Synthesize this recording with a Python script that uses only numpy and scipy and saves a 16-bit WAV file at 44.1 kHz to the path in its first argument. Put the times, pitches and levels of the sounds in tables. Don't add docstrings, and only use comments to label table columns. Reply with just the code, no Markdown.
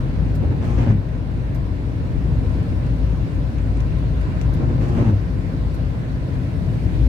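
import sys
import numpy as np
from scipy import signal
from scipy.fft import rfft, irfft
from scipy.io import wavfile
from scipy.ndimage import uniform_filter1d

SR = 44100
rng = np.random.default_rng(int(sys.argv[2]) if len(sys.argv) > 2 else 0)


def bounce(signal):
    frames = np.transpose(np.atleast_2d(signal))
    limited = np.clip(frames, -1, 1)
    pcm = np.round(limited * 32767).astype(np.int16)
    wavfile.write(sys.argv[1], SR, pcm)


N = 312228


# start t/s, swish level/dB, buzz level/dB, thrum level/dB
WIPES = [(.352, -27.5, -32, -14.5), (4.538, -28.5, -30.5, -15.5)]
# t/s into the wipe, hold/s, relative level/dB
JUDDERS = [(0.439, 0.014, -2.5), (0.522, 0.036, 1.5)]
# multiple of slip rate, relative level/dB
BUZZ_ORDERS = [(2, 3), (3, -1.5), (4, -8), (5, -14.5), (6, -18.5), (7, -12.5), (8, -30), (9, -15),
               (10, -20.5), (11, -21)]
# multiple of slip rate, relative level/dB
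THRUM_ORDERS = [(1, -1.5), (2, -12), (3, -18.5)]

def wipers(slip_hz=117, min_slip_hz=88.5, brake_s=.495, sag_hz_per_s=155, jitter=.012):
    out = np.zeros((2, N))
    t = np.arange(round(1.2 * SR)) / SR
    rate_hz = np.maximum(slip_hz - sag_hz_per_s * np.maximum(t - brake_s, 0), min_slip_hz)
    grip = envelope(t, start_s=.1, attack_s=.24, hold_s=.2, t60_s=.15)
    judder = sum(gain_of(db) * envelope(t, start_s, attack_s=.025, hold_s=hold_s, t60_s=.23)
                 for start_s, hold_s, db in JUDDERS)
    for start_s, swish_db, buzz_db, thrum_db in WIPES:
        cycles = np.cumsum(rate_hz * (1 + jitter * waver(len(t), rate_hz=29.1))) / SR
        buzz_pair = [harmonics(cycles, BUZZ_ORDERS, flutter=.39, flutter_hz=18) for _ in range(2)]
        buzz = cabin_field(np.array(buzz_pair))
        thrum = harmonics(cycles, THRUM_ORDERS, flutter=.36, flutter_hz=55) * gain_of([[1], [-1]])
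        add(out, start_s, gain_of(swish_db) * swish(cycles))
        add(out, start_s, gain_of(buzz_db) * grip * buzz + gain_of(thrum_db) * judder * thrum)
    return out


# f/Hz, relative level/dB
SWISH_SPECTRUM = [(120, -26), (190, 0.5), (250, 7), (360, 0.5), (440, -5.5), (540, -3.5), (640, -8.5),
                  (830, -8.5), (1200, -18.5), (1600, -17), (2800, -23.5), (4000, -32), (6200, -34.5),
                  (9500, -45.5), (15500, -58.5)]
# t/s into the wipe, hold/s, relative level/dB, tilt/(dB/octave)
RUBS = [ (.05, .03, -3, -6), (.145, .02, -2, -4), (0.258, .03, -4.5, -0.5), (0.28, .06, -11, 1.46),
        (.34, .07, -11.5, 1.5), (0.418, .06, 0, -1), (.5, .05, -1, -1.5), (.68, .45, -24.5, 1.1), ]

def swish(cycles, attack_s=.013, t60_s=.12):
    length = len(cycles)
    spurts = .7 + np.exp(-(cycles % 1) / .25)
    rub = churn(colour(spurts * rng.standard_normal((2, length)), SWISH_SPECTRUM), depth_db=1)
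    bead_spectrum = [(500, -23), (2000, 4.5), (6500, -9), (10000, -15), (15500, -22)]
    beads = colour(patter(length, per_s=650, spread_db=2.5), bead_spectrum)
    hz, t, bins = signal.stft(rub + gain_of(-27.5) * beads, SR, nperseg=512)
    octaves = np.log2(np.maximum(hz, 300) / 600)[:, None]
    power = sum((envelope(t, start_s, attack_s, hold_s, t60_s) * gain_of(db + tilt * octaves)) ** 2
                for start_s, hold_s, db, tilt in RUBS)
    return cabin_field(signal.istft(bins * np.sqrt(power), SR, nperseg=512)[1])


# t/s, level/dB, hardness/(dB/octave)
KNOCKS = [(.645, -31, 20), (0.909, -17, -3), (4.985, -26, 20), (5.016, -11.5, -2), (5.535, -19, -7)]
# f/Hz, relative level/dB, t60/s
WINDSCREEN_MODES = [(185, -8, .08), (245, -3, .07), (290, 0, .07), (370, -3, .05), (600, -13, .04)]

def blade_knocks(rise_s=.003):
    out = np.zeros((2, N))
    t = np.arange(8192) / SR
    for start_s, db, hardness in KNOCKS:
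        ring = np.zeros(len(t))
        for hz, mode_db, t60_s in WINDSCREEN_MODES:
            decay = gain_of(mode_db + hardness * np.log2(hz / 290) - 60 * t / t60_s)
            ring += decay * np.sin(2 * np.pi * (hz * t + rng.random()))
        add(out, start_s, gain_of(db) * (1 - np.exp(-t / rise_s)) * ring)
    return out


# t/s, level/dB
ENGINE_LEVEL = [(0, -37), (0.3, -26.5), (0.52, -30.1), (0.77, -17.5), (1.1, -34), (1.5, -24), (1.87, -28.5),
                (2.3, -22.5), (2.6, -31), (3.05, -18.5), (3.32, -28.9), (3.8, -21), (4.1, -25.5),
                (4.55, -20.6), (5.4, -27), (5.62, -20.9), (6.5, -36), (7.05, -20)]
# multiple of firing rate, relative level/dB
ENGINE_ORDERS = [(1, -3.5), (2, -13.5), (3, -21.5)]

def engine(firing_hz=55.6, drift_hz=.904):
    level_db, = follow(ENGINE_LEVEL)
    cycles = np.cumsum(firing_hz + drift_hz * waver(N, rate_hz=3.56)) / SR
    hum = harmonics(cycles, ENGINE_ORDERS, flutter=.46, flutter_hz=9.3)
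    return hum * gain_of(level_db) * gain_of([[1.7], [-2.3]])


# f/Hz, relative level/dB
RUMBLE_SPECTRUM = [(15, -40), (28, -29), (42, -3), (52, -3), (74, -2), (95, 1.5), (112, -3.5), (129, 0.5),
                   (145, -4), (175, -6), (204, -13.5), (265, -10), (310, -15), (360, -21), (490, -23),
                   (900, -37), (1400, -74.5)]
# t/s, level/dB
ROAD_LEVEL = [(0, -21.5), (.45, -19), (1.15, -25), (1.55, -23), (1.9, -24.5), (2.35, -19), (3.1, -22.5),
              (3.3, -23), (3.85, -22), (4.3, -22), (4.62, -19), (5.35, -23), (5.6, -23.5), (6.2, -24),
              (7.08, -19)]

def tyre_rumble(split_hz=180):
    road_db, = follow(ROAD_LEVEL)
    noise = cabin_field(colour(rng.standard_normal((2, N)), RUMBLE_SPECTRUM))
    boom = signal.sosfiltfilt(signal.butter(3, split_hz, fs=SR, output="sos"), noise)
    drone = noise - boom
    boom_rms = np.sqrt(uniform_filter1d((boom ** 2).mean(0), size=12000) + 1e-9)
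    drone_db = -22 + .34 * (road_db - road_db.mean())
    return boom / boom_rms * gain_of(road_db) + drone * gain_of(drone_db)


# f/Hz, relative level/dB
WASH_SPECTRUM = [(350, -14), (630, -1.5), (740, -14), (880, -14), (975, -5.5), (1210, -14), (1480, -11.5),
                 (2800, -18.5), (3130, -22.5), (4100, -22.5), (7000, -35), (8800, -36.5), (12800, -43.5),
                 (13500, -49), (15700, -44.5)]
# t/s, wash offset/dB, fizz offset/dB
SPRAY = [(0, 1, 0), (1.05, -2, -4), (1.5, -1, -2), (2.0, -1.3, -.5), (2.55, 1, 1.5), (3.6, -1, 1),
         (4.3, 2.1, 0.5), (5.3, -0.5, 1), (6.2, 0, 1), (6.7, -1, 4), (7.08, 1.5, 5)]

def water_wash(base_db=-45, fizz_hz=5500):
    wash_db, fizz_db = follow(SPRAY)
    grains = rng.standard_normal((2, N)) + gain_of(-6) * patter(N, per_s=2500, spread_db=1.5)
    water = cabin_field(churn(colour(grains, WASH_SPECTRUM), depth_db=1.14))
    fizz = signal.sosfiltfilt(signal.butter(1, fizz_hz, "high", fs=SR, output="sos"), water)
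    return (water - fizz) * gain_of(base_db + wash_db) + fizz * gain_of(base_db + fizz_db)


# t/s, level/dB
RELAY_TICKS = [(.349, -42), (1.544, -43.5), (4.534, -42.5), (5.739, -42.5)]
# f/Hz, relative level/dB
RELAY_SPECTRUM = [(2500, -23), (4000, 0), (7500, -5), (10000, -6), (11800, -2), (13000, -3), (13900, -11),
                  (15500, -21)]

def relay():
    out = np.zeros((2, N))
    for start_s, db in RELAY_TICKS:
        tick = click(RELAY_SPECTRUM, rise_s=.0069, t60_s=.051, tail_db=-11, tail_t60_s=.1)
        add(out, start_s, gain_of(db) * tick)
    return out


# t/s, relative level/dB, ring f/Hz
DROPS = [(2.865, -49, 4784), (3.583, -49, 6600), (3.771, -48, 7810), (3.804, -42.5, 5900),
         (3.985, -50, 11500), (4.213, -49, 9310), (4.413, -38, 6000)]
# f/Hz, relative level/dB
GLASS_SPECTRUM = [(1200, -12), (2500, 12.5), (4200, -2), (7300, -2), (8500, -8), (11500, -11), (15500, -22)]

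def raindrops():
    out = np.zeros((2, N))
    for start_s, db, ring_hz in DROPS:
        smack = click(GLASS_SPECTRUM, rise_s=.0004, t60_s=.012, tail_db=-18, tail_t60_s=.07)
        drive = click(GLASS_SPECTRUM, rise_s=.0004, t60_s=.015, tail_db=-8, tail_t60_s=.09)
        ring = signal.lfilter(*signal.iirpeak(ring_hz, Q=6, fs=SR), drive)
        add(out, start_s, gain_of(db) * (2.2 * smack + 2.6 * ring) * gain_of([[.8], [-.8]]))
    return out


# f/Hz, correlation
CORRELATION = [(50, 0.53), (130, 0.85), (290, 0.78), (640, 0.38), (1300, -0.26), (3000, .03), (15000, 0)]
# f/Hz, left minus right level/dB
BALANCE = [(50, 6), (110, 3), (200, 1.5), (290, -0.5), (450, 4), (620, -2.8), (780, 3.5), (1050, 0.5),
           (1600, -1), (2600, -1.6), (4400, 0.5), (8000, -0.1), (15000, 0)]

def cabin_field(pair):
    hz = np.fft.rfftfreq(pair.shape[-1], 1 / SR)
    mid, side = rfft(pair)
    correlation = np.clip(at_hz(CORRELATION, hz), -.9, 1)
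    side = side * np.sqrt((1 - correlation) / (1 + correlation))
    lean = gain_of(at_hz(BALANCE, hz) / 2)
    return irfft(np.array([(mid + side) * lean, (mid - side) / lean]), pair.shape[-1])


def reflections(x, per_s=1500, gap_s=.002, t60_s=.1, wet_db=-15):
    t = np.arange(3000) / SR
    taps = rng.standard_normal((2, len(t))) * (rng.random((2, len(t))) < per_s / SR)
    taps *= (t > gap_s) * gain_of(-60 * t / t60_s)
    taps /= np.linalg.norm(taps, axis=1, keepdims=True)
    taps = signal.sosfilt(signal.butter(2, 300, "high", fs=SR, output="sos"), taps)
    return x + gain_of(wet_db) * signal.oaconvolve(x, taps, axes=1)[:, :N]


def click(spectrum, rise_s, t60_s, tail_db, tail_t60_s):
    t = np.arange(4096) / SR
    decay = gain_of(-60 * t / t60_s) + gain_of(tail_db - 60 * t / tail_t60_s)
    return (1 - np.exp(-t / rise_s)) * decay * colour(rng.standard_normal((2, len(t))), spectrum)


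def patter(length, per_s, spread_db):
    size = gain_of(spread_db * np.minimum(rng.exponential(1, (2, length)), 5))
    sign = rng.choice([-1, 1], (2, length))
    hits = rng.random((2, length)) < per_s / SR
    return unit_rms(size * sign * hits)


def churn(x, depth_db):
    bins = signal.stft(x, nperseg=512)[2]
    patches = uniform_filter1d(rng.standard_normal(bins.shape[1:]), size=9, axis=0)
    patches = unit_rms(uniform_filter1d(patches, size=12, axis=1))
    return signal.istft(bins * gain_of(depth_db * patches), nperseg=512)[1][:, :x.shape[-1]]


def harmonics(cycles, orders, flutter, flutter_hz):
    tone = np.zeros(len(cycles))
    for order, db in orders:
        strength = gain_of(db) * (1 + flutter * waver(len(cycles), flutter_hz))
        tone += strength * np.sin(2 * np.pi * (order * cycles + rng.random()))
    return unit_rms(tone)


def waver(length, rate_hz):
    hz = np.fft.rfftfreq(length, 1 / SR)
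    return unit_rms(irfft(rfft(rng.standard_normal(length)) / (1 + (hz / rate_hz) ** 4), length))


def envelope(t, start_s, attack_s, hold_s, t60_s):
    decay_s = np.maximum(t - start_s - attack_s - hold_s, 0)
    return np.clip((t - start_s) / attack_s, 0, 1) * gain_of(-60 * decay_s / t60_s)


def colour(x, spectrum):
    hz = np.fft.rfftfreq(x.shape[-1], 1 / SR)
    return unit_rms(irfft(rfft(x) * gain_of(at_hz(spectrum, hz)), x.shape[-1]))


def at_hz(points, hz):
    knots_hz, values = np.transpose(points)
    return np.interp(np.log(hz + 1), np.log(knots_hz + 1), values)


def follow(rows):
    knots_s, *columns = np.transpose(rows)
    return [np.interp(np.arange(N) / SR, knots_s, column) for column in columns]


def add(mix, start_s, sound):
    part = mix[:, max(round(start_s * SR), 0):][:, :sound.shape[-1]]
    part += sound[..., :part.shape[-1]]


def gain_of(db):
    return 10 ** (np.asarray(db) / 20)


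def unit_rms(x):
    return x / np.sqrt(np.mean(x ** 2) + 1e-20)


def scene():
    driving = engine() + tyre_rumble() + water_wash()
    return reflections(driving + wipers() + blade_knocks() + relay() + raindrops())


def record(dry):
    faded = dry * signal.windows.tukey(N, .001)
    lowpass = signal.firwin(511, 15800, window=("kaiser", 9), fs=SR)
    return signal.oaconvolve(faded, lowpass[None], "same")


dry = scene()
out = record(dry)
bounce(out)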